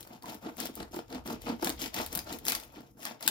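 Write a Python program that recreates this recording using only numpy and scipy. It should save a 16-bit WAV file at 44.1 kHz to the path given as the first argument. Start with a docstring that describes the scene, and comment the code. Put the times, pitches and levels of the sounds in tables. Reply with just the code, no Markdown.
"""Crackle and low thuds over a faint hum: a serrated knife saws to and fro through crisp roasted skin,
close to a phone in a kitchen. The teeth stick and slip: they judder the roast and its rack (thuds),
crush the crust (dense crackle), snap blisters (sharp cracks) and now and then catch hard (jolts).
Random clicks and noise set off these rings and rustles. The moving phone rumbles, an appliance hums
over the room noise, and the kitchen adds a short echo."""
import sys
import numpy as np
from scipy import signal
from scipy.fft import rfft, irfft
from scipy.io import wavfile
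from scipy.ndimage import uniform_filter1d, map_coordinates

SR = 44100
rng = np.random.default_rng(int(sys.argv[2]) if len(sys.argv) > 2 else 0)


def waveform_to_disk(signal):
    """Save audio, clipped to [-1, 1], as 16-bit WAV at the path in sys.argv[1]."""
    frames = np.transpose(np.atleast_2d(signal))
    scaled = np.clip(frames, -1, 1) * 32767
    samples = np.round(scaled).astype(np.int16)
    wavfile.write(sys.argv[1], SR, samples)


N = 145530

# Loudness of the sawing, one list per knife stroke:
# time_s, judder_db (roast), knock_db (crust), crunch_db, fizz_db (fine crackle)
STROKE_LEVELS = [
    [(0.0, -53.5, -48, -59, -56), (0.046, -58.5, -91, -74, -59), (0.05, -71, -54.5, -73, -64),
     (0.062, -73, -69, -75, -66), (0.072, -51, -54.5, -82, -60), (0.08, -64, -79, -75, -59)],
    [(0.08, -69, -66, -78, -65), (0.106, -55, -55.5, -63.5, -65), (0.164, -50, -55, -66, -68),
     (0.174, -54, -68, -67, -65), (0.178, -58, -54, -68, -69), (0.21, -69, -78, -85, -77)],
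    [(0.21, -74, -71, -95, -80), (0.228, -55, -56, -82, -65), (0.288, -49.5, -45, -49.5, -54),
     (0.324, -51.5, -48, -56, -54), (0.352, -44.5, -55, -56, -57), (0.41, -76, -67, -98, -74)],
    [(0.41, -78, -67, -68, -64), (0.432, -52, -48, -66, -60), (0.464, -39.5, -48, -56, -65),
     (0.494, -51, -43.5, -59, -63), (0.514, -51, -69, -72, -65), (0.56, -66, -55, -73, -69)],
    [(0.56, -66, -76, -76, -70), (0.59, -44.5, -43.5, -47.5, -51), (0.664, -42.5, -51.5, -49.5, -46),
     (0.688, -58, -55, -68, -65), (0.694, -40.5, -55, -68, -66), (0.74, -65, -78, -69, -76)],
    [(0.74, -52, -58, -61, -58), (0.764, -62, -66, -63, -69), (0.776, -35, -41, -57, -54),
     (0.788, -54.5, -55, -57, -55), (0.804, -39.5, -47.5, -53, -59), (0.91, -64.5, -66, -93, -78)],
    [(0.91, -53, -72, -70, -62), (0.94, -55, -46, -59, -57), (0.976, -41.5, -56, -55, -54),
     (0.996, -43.5, -58, -56, -59), (1.052, -65, -79, -79, -76), (1.08, -75, -72, -74, -81)],
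    [(1.08, -65, -66, -66, -66), (1.092, -58, -64, -68, -69), (1.1, -54, -57, -61, -64),
     (1.15, -40.5, -41.5, -53, -59), (1.176, -46, -50.5, -55, -66), (1.24, -67, -67, -103, -83)],
    [(1.24, -65, -68, -70, -56), (1.244, -69, -71, -73, -74), (1.262, -38.5, -43.5, -55.5, -53),
     (1.33, -40.5, -44.5, -52, -50.5), (1.388, -53.5, -66, -70, -79), (1.42, -72, -55.5, -67, -61)],
    [(1.42, -58, -66, -63, -57), (1.45, -49.5, -53.5, -57.5, -59), (1.468, -41, -37.5, -49, -55),
     (1.504, -34.5, -38.5, -47, -59), (1.582, -55, -67, -75, -71), (1.6, -46, -46, -57, -57)],
    [(1.6, -69, -58, -70, -61), (1.614, -65, -53.5, -54.5, -55), (1.63, -26.5, -30, -48, -50),
     (1.644, -44, -45, -44, -48), (1.68, -37.5, -37, -54, -40.5), (1.77, -57.5, -70, -70, -69)],
    [(1.77, -54, -74, -62, -71), (1.794, -54, -48.5, -51, -55), (1.826, -42.5, -44, -42, -37.5),
     (1.87, -45.5, -50, -47, -45), (1.914, -63, -79, -75, -79), (1.92, -66, -60, -70, -74)],
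    [(1.92, -68, -57, -67, -75), (1.93, -67, -57, -56, -61), (1.944, -51.5, -49.5, -47, -45),
     (1.968, -44, -43.5, -42.5, -43), (2.01, -40.5, -39.5, -44, -43), (2.1, -67, -68, -63, -60)],
    [(2.1, -56, -57, -63, -66), (2.128, -47, -48.5, -52, -46), (2.186, -51, -47.5, -51.5, -60),
     (2.246, -56, -66, -71, -59), (2.26, -62, -54, -71, -72)],
    [(2.26, -57, -53, -55.5, -59), (2.296, -46.5, -42, -50, -52), (2.344, -44, -51, -48, -48),
     (2.36, -48, -46, -64, -50), (2.39, -57.5, -63, -76, -65), (2.43, -57, -61.5, -65, -74)],
    [(2.43, -58, -59, -66, -75), (2.456, -44.5, -54, -57, -42), (2.49, -45, -46, -45, -37),
     (2.632, -62, -57.5, -63, -60), (2.65, -61, -60, -66, -58.5), (2.72, -64, -68, -70, -74)],
    [(2.72, -80, -60, -71, -64), (2.742, -57, -56, -65.5, -65), (2.78, -52, -54, -56.5, -66),
     (2.826, -55.5, -65.5, -72.5, -70), (2.894, -65, -66, -74, -72), (2.94, -68, -86, -99, -77)],
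    [(2.94, -68, -78, -96.5, -80), (2.968, -61, -66, -81.5, -77), (2.976, -58, -60.5, -74, -64),
     (3.062, -56, -47.5, -53, -49), (3.118, -55.5, -53.5, -54.5, -59), (3.19, -62, -66, -94, -89)],
    [(3.19, -72, -78, -82, -75), (3.196, -71, -74, -65, -81), (3.206, -64, -51, -60, -54),
     (3.262, -48.5, -48.5, -46, -49), (3.28, -44, -48, -69, -71), (3.3, -47, -46, -51, -69)],
]
# Snapping blisters: start_s, level_db, and three gains within the snap:
# mid_db (900-2300 Hz), top_db (9500-19000 Hz), tail_db (splintering)
BLISTER_CRACKS = [(0.0074, -41, -9, 10, -19), (0.0278, -36.5, -10, -11, -19), (0.0488, -56, 1, 4, -8),
                  (0.0734, -48.5, 5, 4, -10), (0.223, -46.5, -5, -3, -5.5), (0.2326, -50.5, 1, 10, -16),
                  (0.257, -42, 1, -4, -5), (0.2815, -47, 2, 4, -5), (0.295, -40, -5, -1.5, -3.5),
                  (0.344, -38.5, -11, -4, -9.5), (0.4696, -61, -4, -9, -12), (0.5683, -53.5, 12, 14.5, -5),
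                  (0.6014, -22, -14, 1, -13), (0.6155, -39, 5, 5, -15), (0.628, -36.5, -2, -3, -5.5),
                  (0.656, -25, -7, -0.5, -16.5), (0.67, -34, -18, 0, -9), (0.7535, -43.5, -6, 16.5, -16),
                  (0.7632, -41, -16, 2, -12), (0.8011, -40.5, 1, -19, -2.5), (0.828, -33.5, -0.5, -28, -14),
                  (0.9418, -42.5, -3, -12, -7), (0.962, -36, 0, 3, -20), (0.99, -42.5, -14, -8, -7),
                  (1.101, -46, -1, -9, -11), (1.1258, -39, 0, -9, -9), (1.1472, -35.5, -3, -12, -11.5),
                  (1.267, -42, -9, 9, -17), (1.275, -29.5, -19, -6, -17), (1.3032, -39, 0, -11, -4),
                  (1.3203, -43, -8, -7, -7), (1.418, -37, -10, -1.5, -14), (1.477, -43, -2, -12, -10),
                  (1.4895, -34, -1, -13, -13), (1.624, -34, -2, -3, -4), (1.645, -22.5, -15, 6, -10.5),
                  (1.6713, -24, -4, -26, -6.5), (1.6934, -30, -12, 9, -11.5), (1.7004, -22.5, -5, -12, -17),
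                  (1.7978, -36, -21, -3, -2), (1.8159, -31, -17, -17, -5), (1.8589, -30.5, -5, -21, -1.5),
                  (1.9417, -32, 0, 0, -8.5), (1.9638, -33, 3, -4, -7.5), (1.9872, -24.5, -4, -22, -19),
                  (2.0148, -29.5, -17, -11, -9), (2.062, -36.5, 0, 9, -7), (2.1272, -35.5, -6, 6.5, -6.5),
                  (2.151, -33.5, -5, 10, -2), (2.1742, -33.5, 1, 17.5, -14), (2.1901, -26.5, -12, 0, -9),
                  (2.326, -32, -16, 1, -8.5), (2.3868, -40.5, -18, 4, -8), (2.4516, -37.5, -1, 8.5, -3.5),
                  (2.4663, -28.5, 5.5, -2, -10), (2.4783, -36, 1, -3, -5), (2.4817, -19, -8.5, -1, -2.5),
                  (2.4987, -21, -12, -2, -12), (2.52, -18.5, 0.5, -5, -7.5), (2.55, -22.5, -13, -1, -4.5),
                  (2.5991, -37, -5, 1, -9), (2.635, -47, 1, 1, -3), (2.7581, -58, 17.5, 0, -1),
                  (2.8062, -59, 13, 10, -7), (3.0024, -54, 1, 4, 1), (3.03, -41, 7, 2, -10),
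                  (3.052, -27.5, 6, 3.5, -8), (3.0631, -40.5, 13.5, -32, 1.5), (3.207, -48, 16, -3, -12),
                  (3.226, -30, -3, 1, -9), (3.2626, -35, -8, -2, 0), (3.2768, -13.5, -13, -0.5, -3)]
# Teeth that catch hard and jolt the roast:
# start_s, level_db, pitch_hz, knock_db (crust balance, added to level_db)
HARD_CATCHES = [(0.105, -45, 283, -6), (0.133, -46, 316, -11), (0.24, -37, 990, -20),
                (0.261, -47, 274, -12), (0.286, -42.5, 231, -12), (0.304, -51, 229, 2),
                (0.327, -44, 920, -2), (0.35, -47, 250, 4), (0.361, -56, 296, -9), (0.443, -55, 230, 17),
                (0.467, -36.5, 330, 6), (0.488, -36, 286, 3.5), (0.589, -37, 268, -2),
                (0.609, -42, 270, 11), (0.636, -42, 264, -11), (0.653, -38, 640, 1), (0.694, -43.5, 298, 9),
                (0.773, -59, 255, 9), (0.786, -45, 340, -18), (0.803, -34.5, 326, 8),
                (0.824, -37.5, 332, 4), (0.934, -48, 328, 6), (0.942, -34, 320, 3), (0.965, -33, 324, 4.5),
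                (0.988, -33, 328, 5.5), (1.105, -43.5, 254, -10), (1.155, -32, 250, -16),
                (1.179, -38, 249, 6.5), (1.258, -35, 257, 2.5), (1.276, -35, 318, -20),
                (1.285, -34.5, 370, -3), (1.305, -34, 230, -5), (1.328, -35.5, 246, -3),
                (1.467, -36, 258, 12), (1.48, -39, 260, -13), (1.498, -26, 269, -1), (1.523, -34.5, 223, 0),
                (1.541, -36.5, 240, -2), (1.627, -28, 333, -8), (1.656, -36.5, 206, 12),
                (1.669, -31.5, 957, 8.5), (1.691, -32, 316, 0), (1.733, -44.5, 240, -16),
                (1.832, -35, 260, -12), (1.858, -34.5, 270, -5), (1.877, -46, 230, -15),
                (1.952, -40, 890, -4), (1.971, -36.5, 330, 9), (1.986, -42, 181, -4),
                (2.008, -38.5, 328, -9), (2.131, -40, 328, 2), (2.16, -38, 185, -8), (2.187, -43, 328, -2),
                (2.299, -51, 335, 4), (2.322, -38.5, 274, 7), (2.336, -39, 263, -12), (2.347, -45, 314, -4),
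                (2.459, -49, 316, 3), (2.482, -37.5, 663, 3), (2.544, -41, 1110, -3), (2.767, -43, 316, -3),
                (2.78, -39.5, 300, -4), (2.804, -40, 290, -2), (2.819, -58, 248, -11.5),
                (3.051, -46.5, 880, -1), (3.069, -47.5, 300, 8), (3.084, -43, 920, 4),
                (3.109, -43.5, 240, 13), (3.23, -45, 700, 8), (3.274, -33.5, 900, 7)]
# Loudness of the phone's handling rumble: time_s, level_db
RUMBLE_LEVELS = [(0.0, -65), (0.23, -73), (0.26, -64.5), (0.77, -63), (0.82, -48), (0.89, -61), (0.94, -54),
                 (0.99, -67), (1.2, -54), (1.38, -58.5), (1.41, -48), (1.55, -58), (1.82, -51), (1.94, -62),
                 (1.98, -51.5), (2.49, -61), (2.57, -55.5), (2.63, -69), (2.7, -61), (2.85, -71),
                 (3.04, -68), (3.18, -79), (3.25, -67), (3.3, -72)]
# What the roast and rack ring with: pitch_hz, width_hz, level_db
ROAST_RINGS = [(137, 19, -6), (163, 23, -4), (224.4, 48, 2), (283.3, 59, 1.5), (325.5, 29.8, 3),
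               (470.3, 25, 0.5)]
# What the crust rings with: pitch_hz, width_hz, level_db
CRUST_RINGS = [(613, 277, -5.5), (694, 140, -1), (886, 131, -6), (1050, 280, -7), (1250, 494, -11)]
# Tone colour of the crunch: frequency_hz, gain_db
CRUNCH_COLOUR = [(900, -24), (1400, -10), (2000, 1.5), (3000, 3), (4200, 0.5), (5100, -2.5), (6000, -12),
                 (7500, -14.5), (9500, -62)]
# Tone colour of the fine fizz: frequency_hz, gain_db
FIZZ_COLOUR = [(5000, 8), (7000, 7.5), (8700, -4), (10500, 9.5), (13000, 9), (15000, 12.5), (16800, -16)]
# Tone colour of the room noise: frequency_hz, gain_db
ROOM_COLOUR = [(82, -31), (140, 8), (181, -23.5), (281, -11), (512, -34), (861, -35), (2290, -44),
               (2480, -50), (9250, -48), (11800, -30.5), (16500, -50)]
# Crumbs of each size ring at their own pitch: pitch_hz, width_hz, level is equal for all
CRUMB_SIZES = [(1500, 570), (2300, 1600), (3300, 420), (4400, 1450), (5500, 3100), (7200, 1900),
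               (10000, 3200), (12500, 13000), (15800, 3700)]
# How much brighter the left port hears than the right: frequency_hz, difference_db
PORT_DIFFERENCE = [(1, 5.5), (450, -1.1), (750, 4.9), (1300, -5.5), (2400, 1.35), (4400, -5.5), (8000, 1),
                   (15000, 4.4), (30000, 3.5)]

ROOM_NOISE_DB, HUM_DB, HUM_HZ = -68.5, -68.5, 120
KITCHEN_T60_S, KITCHEN_DB = 0.22, -11  # T60: time to fade by 60 dB
LAG_S, SPREAD = 0.0002215, 0.95  # right port's delay; share of noise that differs between ports
TOP_HZ = 16200
# Sawing: rates per second, and how unequal the clicks are
SLIPS_PER_S, SLIP_SCATTER_DB = 550, 1.1
GRAINS_PER_S, GRAIN_SCATTER_DB, CRUMB_S = 3600, 0, 0.0018
CLUMPS_PER_S, CLUMP_DB = 130, 5.5
FIZZ_PAN_DB = 3
# Cracks
CRACK_RISE_S, CRACK_TICK_DB, CRACK_PAN_DB = 0.00078, 9, 4.5
CRACK_T60_S, TOP_T60_S, CRACK_TAIL_T60_S = 0.011, 0.003, 0.059
SPLINTER_SCATTER_DB = 3.5
BLISTER_LOW_HZ, BLISTER_HIGH_HZ, BLISTER_Q, BLISTER_DB = 1300, 8500, 7, 1  # Q: sharpness of ring
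# Jolts
JOLT_RISE_S, JOLT_SHAPE, KNOCK_RISE_S = 0.0037, 0.97, 0.0013  # jolt rise is for 300 Hz


def amp(db):
    """Turn decibels into a plain multiplier."""
    return 10 ** (np.asarray(db) / 20)


def unit(x):
    """Scale to an average (RMS) level of 1."""
    return x / np.sqrt(np.mean(x ** 2))


def curve(rows, axis):
    """Turn one dB column into a gain that glides over time."""
    rows = np.array(rows, float)
    return amp(np.interp(np.arange(N) / SR, rows[:, 0], rows[:, axis]))


def colour(x, points):
    """Shape the tone by (Hz, dB) points; outside them the gain is -60 dB."""
    points = np.array(points, float)
    hz = np.arange(N // 2 + 1) * SR / N + 1  # the extra 1 avoids log(0)
    gain_db = np.interp(np.log(hz), np.log(points[:, 0]), points[:, 1], -60, -60)
    return irfft(rfft(x) * amp(gain_db), N)


def ring(x, modes):
    """Add up resonances (Hz, width Hz, dB) set off by x, with alternating signs."""
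    total = 0
    for k, (hz, width, db) in enumerate(modes):
        b, a = signal.iirpeak(hz, hz / max(width, 5), fs=SR)
        total = total + (-1) ** k * amp(db) * signal.lfilter(b, a, x)
    return total


def clicks(per_s, scatter_db):
    """Clicks at random moments, up or down; more scatter makes some much bigger than the rest."""
    chance, sign, size = rng.random((3, N))
    size_db = np.minimum(-scatter_db * np.log(size + 1e-9), 22)
    return (chance < per_s / SR) * np.sign(sign - .5) * amp(size_db)


def ports(x, pan_db):
    """Two microphone ports: the right one hears the sound later and weaker."""
    late = map_coordinates(x[1], [np.arange(x.shape[1]) - LAG_S * SR], order=3)
    return np.array([x[0], late]) * amp(np.array([[pan_db], [-pan_db]]) / 2)


def background():
    """Coloured room noise, a tone for the appliance hum, and low noise as the phone is handled."""
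    mid, side, low, low_side = rng.standard_normal((4, N))
    left_right = np.array([[1], [-1]])  # opposite signs make the noise wide
    side = signal.lfilter(*signal.butter(1, 500, "high", fs=SR), side)
    air = amp(ROOM_NOISE_DB) * unit(colour(mid + 2.1 * left_right * side, ROOM_COLOUR))
    tone = np.sin(2 * np.pi * HUM_HZ * np.arange(N) / SR)
    waver = unit(ring(mid, [(HUM_HZ, 12, 0)]))  # narrow noise around the hum
    hum = amp(HUM_DB) * unit(tone + 0.16 * waver)
    band = signal.butter(2, (38, 95), "band", fs=SR, output="sos")
    shaking = unit(signal.sosfilt(band, low + 0.27 * left_right * low_side))
    rumble = curve(RUMBLE_LEVELS, axis=1) * shaking
    return air + hum + rumble


def kitchen(x):
    """A short diffuse echo: the sound is smeared by fading noise, different on each side."""
    t = np.arange(SR // 2) / SR
    fade = np.exp(-np.log(1000) * t / KITCHEN_T60_S)
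    echo = rng.standard_normal((2, len(t))) * fade * (t > .004)  # starts after 4 ms
    echo = signal.lfilter(*signal.butter(1, 400, "high", fs=SR), echo)
    echo = signal.lfilter([1], [1, -.5], echo)  # soften the treble
    echo = echo / np.sqrt(np.sum(echo ** 2, 1, keepdims=True))
    return signal.fftconvolve(x, echo, axes=1)[:, :N]


def jolts():
    """At each hard catch the roast swings briefly and a noise burst makes the crust ring."""
    n = 4000
    t = np.arange(n) / SR
    swing, taps = np.zeros(N + n), np.zeros((2, N + n))
    noises = rng.standard_normal((len(HARD_CATCHES), 3, n))
    for (start_s, db, hz, knock_db), noise in zip(HARD_CATCHES, noises):
        i = int(start_s * SR)
        rise = JOLT_RISE_S * (300 / hz) ** 0.39  # quicker swings build and die sooner
        swell = (t / rise * np.exp(1 - t / rise)) ** JOLT_SHAPE
        swing[i:i + n] += amp(db) * np.sin(2 * np.pi * hz * t) * swell
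        burst = t / KNOCK_RISE_S * np.exp(-t / KNOCK_RISE_S)
        taps[:, i:i + n] += amp(db + knock_db) * (noise[0] + 0.99 * noise[1:]) * burst
    knocks = amp(21.5) * ring(taps[:, :N], CRUST_RINGS)
    return ports(np.tile(swing[:N], (2, 1)), 0.42) + ports(knocks, 1.6)


def cracks():
    """Each snap tears for a moment, ticks, rings at the blister's own pitches and splinters unevenly."""
    n = 4000
    out = np.zeros((2, N + n))
    t = np.arange(n) / SR
    after = np.maximum(t - CRACK_RISE_S, 0)
    head, top, tail = (np.exp(-np.log(1000) * after / t60)
                       for t60 in (CRACK_T60_S, TOP_T60_S, CRACK_TAIL_T60_S))
    rise = np.minimum(t / CRACK_RISE_S, 1)
    tick = int(CRACK_RISE_S * SR)  # sample where the skin gives way
    bands = [signal.butter(2, edges, "band", fs=SR, output="sos")
             for edges in ((900, 2300), (2000, 8000), (9500, 19000))]
    noises = rng.standard_normal((len(BLISTER_CRACKS), 4, n))
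    places = rng.random((len(BLISTER_CRACKS), 4))
    for (start_s, db, mid_db, top_db, tail_db), noise, place in zip(BLISTER_CRACKS, noises, places):
        # the tail takes a new random level every 80 samples
        splinters = amp(tail_db + SPLINTER_SCATTER_DB * np.repeat(noise[3, :50], 80)) * tail
        hiss = noise[0] + SPREAD * noise[1:3]
        low = hiss * (head + splinters) * rise / 2
        high = hiss * (top + splinters) * rise / 2
        low[:, tick] = 0.17
        high[:, tick] = amp(CRACK_TICK_DB)
        # four pitches, one at random in each quarter of the range
        steps = (np.arange(len(place)) + place) / len(place)
        pitches = BLISTER_LOW_HZ * (BLISTER_HIGH_HZ / BLISTER_LOW_HZ) ** steps
        low = low + ring(low, [(hz, hz / BLISTER_Q, BLISTER_DB) for hz in pitches])
        gains = (amp(mid_db), -1, amp(top_db))
        snap = sum(gain * signal.sosfilt(band, x)
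                   for gain, band, x in zip(gains, bands, (low, low, high)))
        i = int(start_s * SR)
        out[:, i:i + n] += ports(amp(db) * snap, CRACK_PAN_DB)
    return out[:, :N]


def crumble(ticks, spread, length_s):
    """Each tick trails a short fading rustle that differs at the two ports."""
    trail = signal.lfilter([1], [1, -np.exp(-1 / (length_s * SR))], np.abs(ticks))
    rustle = unit(trail * rng.standard_normal((2, N)))
    return unit(unit(ticks) + spread * rustle)


def crumbs():
    """Breaking crumbs: broad ticks, plus clumps of pitched grains for every crumb size."""
    out = crumble(clicks(GRAINS_PER_S, GRAIN_SCATTER_DB), SPREAD, CRUMB_S) * 0.84
    k = int(SR / CLUMPS_PER_S)
    for hz, width in CRUMB_SIZES:
        levels = np.repeat(rng.standard_normal(N // 50), k)[:N]
        clump = amp(CLUMP_DB * uniform_filter1d(levels, k))  # smoothed ups and downs
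        grains = crumble(clicks(550, 4.9), 1.0, 0.0051)
        out = out + clump * ring(grains, [(hz, width, 0)])
    return out


def sawing():
    """Teeth that stick and slip shake the roast and crust; crumbs break in dense grains."""
    rows = sum((list(stroke) for stroke in STROKE_LEVELS), [])
    slips = clicks(SLIPS_PER_S, SLIP_SCATTER_DB)
    roast = ring(crumble(slips, 0.24, 0.01), ROAST_RINGS)
    judder = unit(ring(roast, [(318, 2400, 0)]))  # broad emphasis around 318 Hz
    crust_hits = slips + 1.13 * clicks(600, 3.26)
    knock = unit(ring(crumble(crust_hits, 0.94, 0.0024), CRUST_RINGS))
    grains = crumbs()
    crunch = unit(colour(grains, CRUNCH_COLOUR))
    fizz = unit(colour(grains, FIZZ_COLOUR))
    return (ports(curve(rows, axis=1) * judder, 0.12)
            + ports(curve(rows, axis=2) * knock, 2.04)
            + ports(curve(rows, axis=3) * crunch, 9.3)
            + ports(curve(rows, axis=4) * fizz, FIZZ_PAN_DB))


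def scene():
    """The knife sounds, their kitchen echo and the background."""
    knife = sawing() + cracks() + jolts()
    return knife + amp(KITCHEN_DB) * kitchen(knife) + background()


def record(dry):
    """The two ports are coloured oppositely; the phone cuts the top."""
    heard = [colour(x, np.array(PORT_DIFFERENCE) * [1, side / 2]) for x, side in zip(dry, (1, -1))]
    return signal.sosfilt(signal.ellip(10, .2, 70, TOP_HZ, fs=SR, output="sos"), heard)


dry = scene()
out = record(dry)
waveform_to_disk(out)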